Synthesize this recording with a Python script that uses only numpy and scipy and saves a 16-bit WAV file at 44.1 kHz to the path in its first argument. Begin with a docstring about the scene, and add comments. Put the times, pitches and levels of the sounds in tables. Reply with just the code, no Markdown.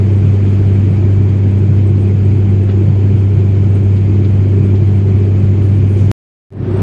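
"""Inside a turboprop cabin in flight, by the window. The propeller blades thump the hull at a governed
rate, making a low harmonic tone. Turbulent air hisses over the skin and booms through the wall panels,
the hull rumbles, the gearbox whines faintly and a few small rattles sound. The sound stops abruptly;
after a short silence a later moment of the flight fades up, its blade tone weaker."""
import sys
import numpy as np
from scipy import signal
from scipy.fft import rfft, irfft
from scipy.io import wavfile
from scipy.ndimage import uniform_filter1d

SR = 44100
rng = np.random.default_rng(int(sys.argv[2]) if len(sys.argv) > 2 else 0)


def put_to_file(sound):
    """Save the sound as 16-bit audio at rate SR, in the file named by the first command-line argument."""
    columns = np.atleast_2d(sound).T  # one column per channel
    safe = np.clip(columns, -1, 1)
    whole_steps = np.round(safe * 32767)
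    wavfile.write(sys.argv[1], SR, whole_steps.astype(np.int16))


N = 300762
T = np.arange(N) / SR
STOP_S = 6.1149  # end of the first moment


def gain_of(db):
    """Amplitude ratio of a level in decibels."""
    return 10 ** (np.asarray(db) / 20)


def unit_rms(x):
    """Normalisation to a mean power of 1."""
    return x / np.sqrt(np.mean(x ** 2) + 1e-20)


def wander(fastest_hz, slowest_hz=.2, size=N):
    """Slow sinusoids of random phase superpose into a drift of rms 1."""
    hz = np.geomspace(slowest_hz, fastest_hz, num=24)[:, None]
    t = np.linspace(0, N / SR, size)
    waves = np.sin(2 * np.pi * (hz * t + rng.random((24, 1))))
    return unit_rms((waves / np.sqrt(hz)).sum(0))


def blades(level_db):
    """Periodic forcing: each passing blade pulls a dip of pressure. Higher harmonics waver more."""
    # partials of the blade tone: harmonic_number, relative_db
    harmonics = [(1, 0.5), (2, -13.5), (3, -32)]
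    blade_hz = 98.4
    phase = 2 * np.pi * blade_hz * (T - STOP_S) + 0.18 * wander(3.)  # the stop falls in a dip
    dips = -sum(gain_of(db + 0.36 * k ** 2 * wander(9., 1.5)) * np.cos(k * phase) for k, db in harmonics)
    return np.sqrt(2) * gain_of(level_db) * dips


def airflow(spectrum, patchy_db, flicker_db, size=1024):
    """Turbulence gives broadband noise (rms 1) whose level drifts in patches and flickers as a whole."""
    frames, hz = 4 * N // size + 5, np.fft.rfftfreq(size, 1 / SR)
    real, imag, patches = rng.standard_normal((frames, len(hz), 3)).T
    patches = uniform_filter1d(patches, size=9, axis=0)  # smooth over frequency
    patches = unit_rms(uniform_filter1d(patches, size=4, axis=1))  # and over time
    knots_hz, knots_db = np.transpose(spectrum)
    shape_db = np.interp(np.log(hz + 1), np.log(knots_hz), knots_db, right=-120)
    shape_db[hz < knots_hz[0]] -= 20
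    level_db = shape_db[:, None] + patchy_db * patches + flicker_db * wander(25., 3.5, size=frames)
    spectra = (real + 1j * imag) * gain_of(level_db)
    return unit_rms(signal.istft(spectra, nperseg=size, noverlap=3 * size // 4)[1][:N])


def cabin(levels, rumble, boom, hiss, treble_db):
    """Superposition of the blade tone and four noise bands; the two hisses follow the treble level."""
    # highest band of hiss: frequency_hz, relative_density_db
    top_hiss = [(7300, -18), (7750, -5.5), (8150, -1.5), (8700, -10.5), (9700, -8.5), (10600, -16),
                (11100, -24.5), (11500, -26), (12000, -34)]
    blade_db, rumble_db, boom_db, hiss_db, top_db = levels
    return (blades(blade_db)
            + gain_of(rumble_db) * airflow(rumble, patchy_db=1.17, flicker_db=1.9, size=4096)
            + gain_of(boom_db) * airflow(boom, patchy_db=0.85, flicker_db=-0.05, size=4096)
            + gain_of(hiss_db + treble_db) * airflow(hiss, patchy_db=1.3, flicker_db=0.39)
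            + gain_of(top_db + 1.2 * treble_db) * airflow(top_hiss, patchy_db=6.0, flicker_db=1.4))


def gearbox(swell_db):
    """Two gear tones with sidebands one blade rate apart, each wavering in amplitude and phase."""
    # lines of the whine: pitch_hz, level_db
    whine = [(6328, -84.5), (6365, -85), (6525, -77.5), (6562, -84), (6624, -81.5), (6660, -82),
             (6723, -75.5), (6758, -76), (6821, -83.5)]
    out = np.zeros(N)
    for hz, db in whine:
        amplitude = np.sqrt(2) * gain_of(db + swell_db + 2.3 * wander(3.6))
        out += amplitude * np.sin(2 * np.pi * hz * T + 1.5 * wander(2.))
    return out


def rattles():
    """Damped transients: bursts of band noise that rise quickly and decay more slowly."""
    # four rattles, then three brief swells of hiss: start_s, peak_db, rise_s, centre_hz, width_hz
    bursts = [(2.684, -38, 0.013, 1590, 3150), (3.962, -46, 0.0086, 3200, 2400),
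              (4.243, -42.5, 0.0092, 2980, 3000), (4.753, -48, 0.0046, 4300, 1790),
              (5.61, -59, 0.034, 9300, 2200), (5.862, -58.5, .06, 8800, 2000),
              (5.963, -52, .035, 5830, 3000)]
    size = 8192
    out, hz = np.zeros(N), np.fft.rfftfreq(size, 1 / SR)
    for start_s, peak_db, rise_s, centre_hz, width_hz in bursts:
        band = np.exp(-2 * ((hz - centre_hz) / width_hz) ** 2)
        noise = unit_rms(irfft(rfft(rng.standard_normal(size)) * band))
        age = np.arange(size) / SR / rise_s
        out[round(start_s * SR):][:size] += gain_of(peak_db) * age * np.exp(1 - age) * noise
    return out


def scene():
    """The sources add in two moments of the flight, parted by silence."""
    # base levels of the layers: blade_db, rumble_db, boom_db, hiss_db, top_db
    first_levels = (-10, -19, -23, -41.5, -65.5)
    later_levels = (-12.5, -15.5, -16, -36, -61.5)
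    # hull rumble with one strong cabin mode: frequency_hz, relative_density_db
    first_rumble = [(20, -18), (46, -18), (66, -10), (88, -7.5), (110, -14.5), (130, 1), (158, -7.5),
                    (185, -12), (260, -29.5)]
    later_rumble = [(20, -21), (45, -26), (65, -3), (90, -17), (130, 2), (170, -6.5), (260, -34)]
    # boom of airflow transmitted through the wall panels: frequency_hz, relative_density_db
    first_boom = [(150, -20.5), (205, -3.5), (250, -1.5), (278, -5), (310, -3.5), (350, -0.5), (410, -4),
                  (465, -15.5), (490, -15), (700, -22), (1100, -36)]
    later_boom = [(150, -12), (200, -8.5), (260, -4), (300, -8), (385, -3), (430, -16.5), (700, -24.5),
                  (1100, -32.5)]
    # hiss of air over the skin: frequency_hz, relative_density_db
    first_hiss = [(400, -24.5), (800, -5.5), (1100, -7.5), (1650, -9.5), (1950, -10.5), (2320, -6.5),
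                  (2600, -10), (2800, -15), (3080, -12.5), (3500, -19), (3900, -21.5), (4450, -21),
                  (5700, -27.5), (6740, -25), (7700, -29)]
    later_hiss = [(400, -32), (800, -13), (1200, -7.5), (1800, -11.5), (2100, -15), (2350, -15),
                  (3200, -21), (5000, -30), (7700, -42)]
    # slight swells of the treble in the first moment: time_s, level_db
    treble = [(0, 0.5), (.3, 2), (1.5, 0.14), (3, 0), (5.4, 0.3), (6.1, 1)]
    treble_db = np.interp(T, *np.transpose(treble))
    first = cabin(first_levels, first_rumble, first_boom, first_hiss, treble_db)
    first = first + gearbox(swell_db=2.2 * treble_db) + rattles()
    later = cabin(later_levels, later_rumble, later_boom, later_hiss, treble_db=0)
    fade_start_s, fade_length_s, step_s = 6.505, .33, .01003  # small steps, each a faint tick
    fade = np.maximum(np.ceil((T - fade_start_s) / step_s), 0) * step_s / fade_length_s
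    return (first * (T < STOP_S) + later * fade)[None]


def record(dry):
    """Soft saturation rounds the rare peaks above a knee; a low-pass filter limits the bandwidth."""
    knee, ceiling, cutoff_hz = .75, .97, 11978
    excess, headroom = np.maximum(abs(dry) - knee, 0), ceiling - knee
    rounded = np.sign(dry) * (abs(dry) - excess + headroom * np.tanh(excess / headroom))
    lowpass = signal.firwin(511, cutoff_hz, window=("kaiser", 9), fs=SR)
    return signal.oaconvolve(rounded, lowpass[None], "same")


dry = scene()
out = record(dry)
put_to_file(out)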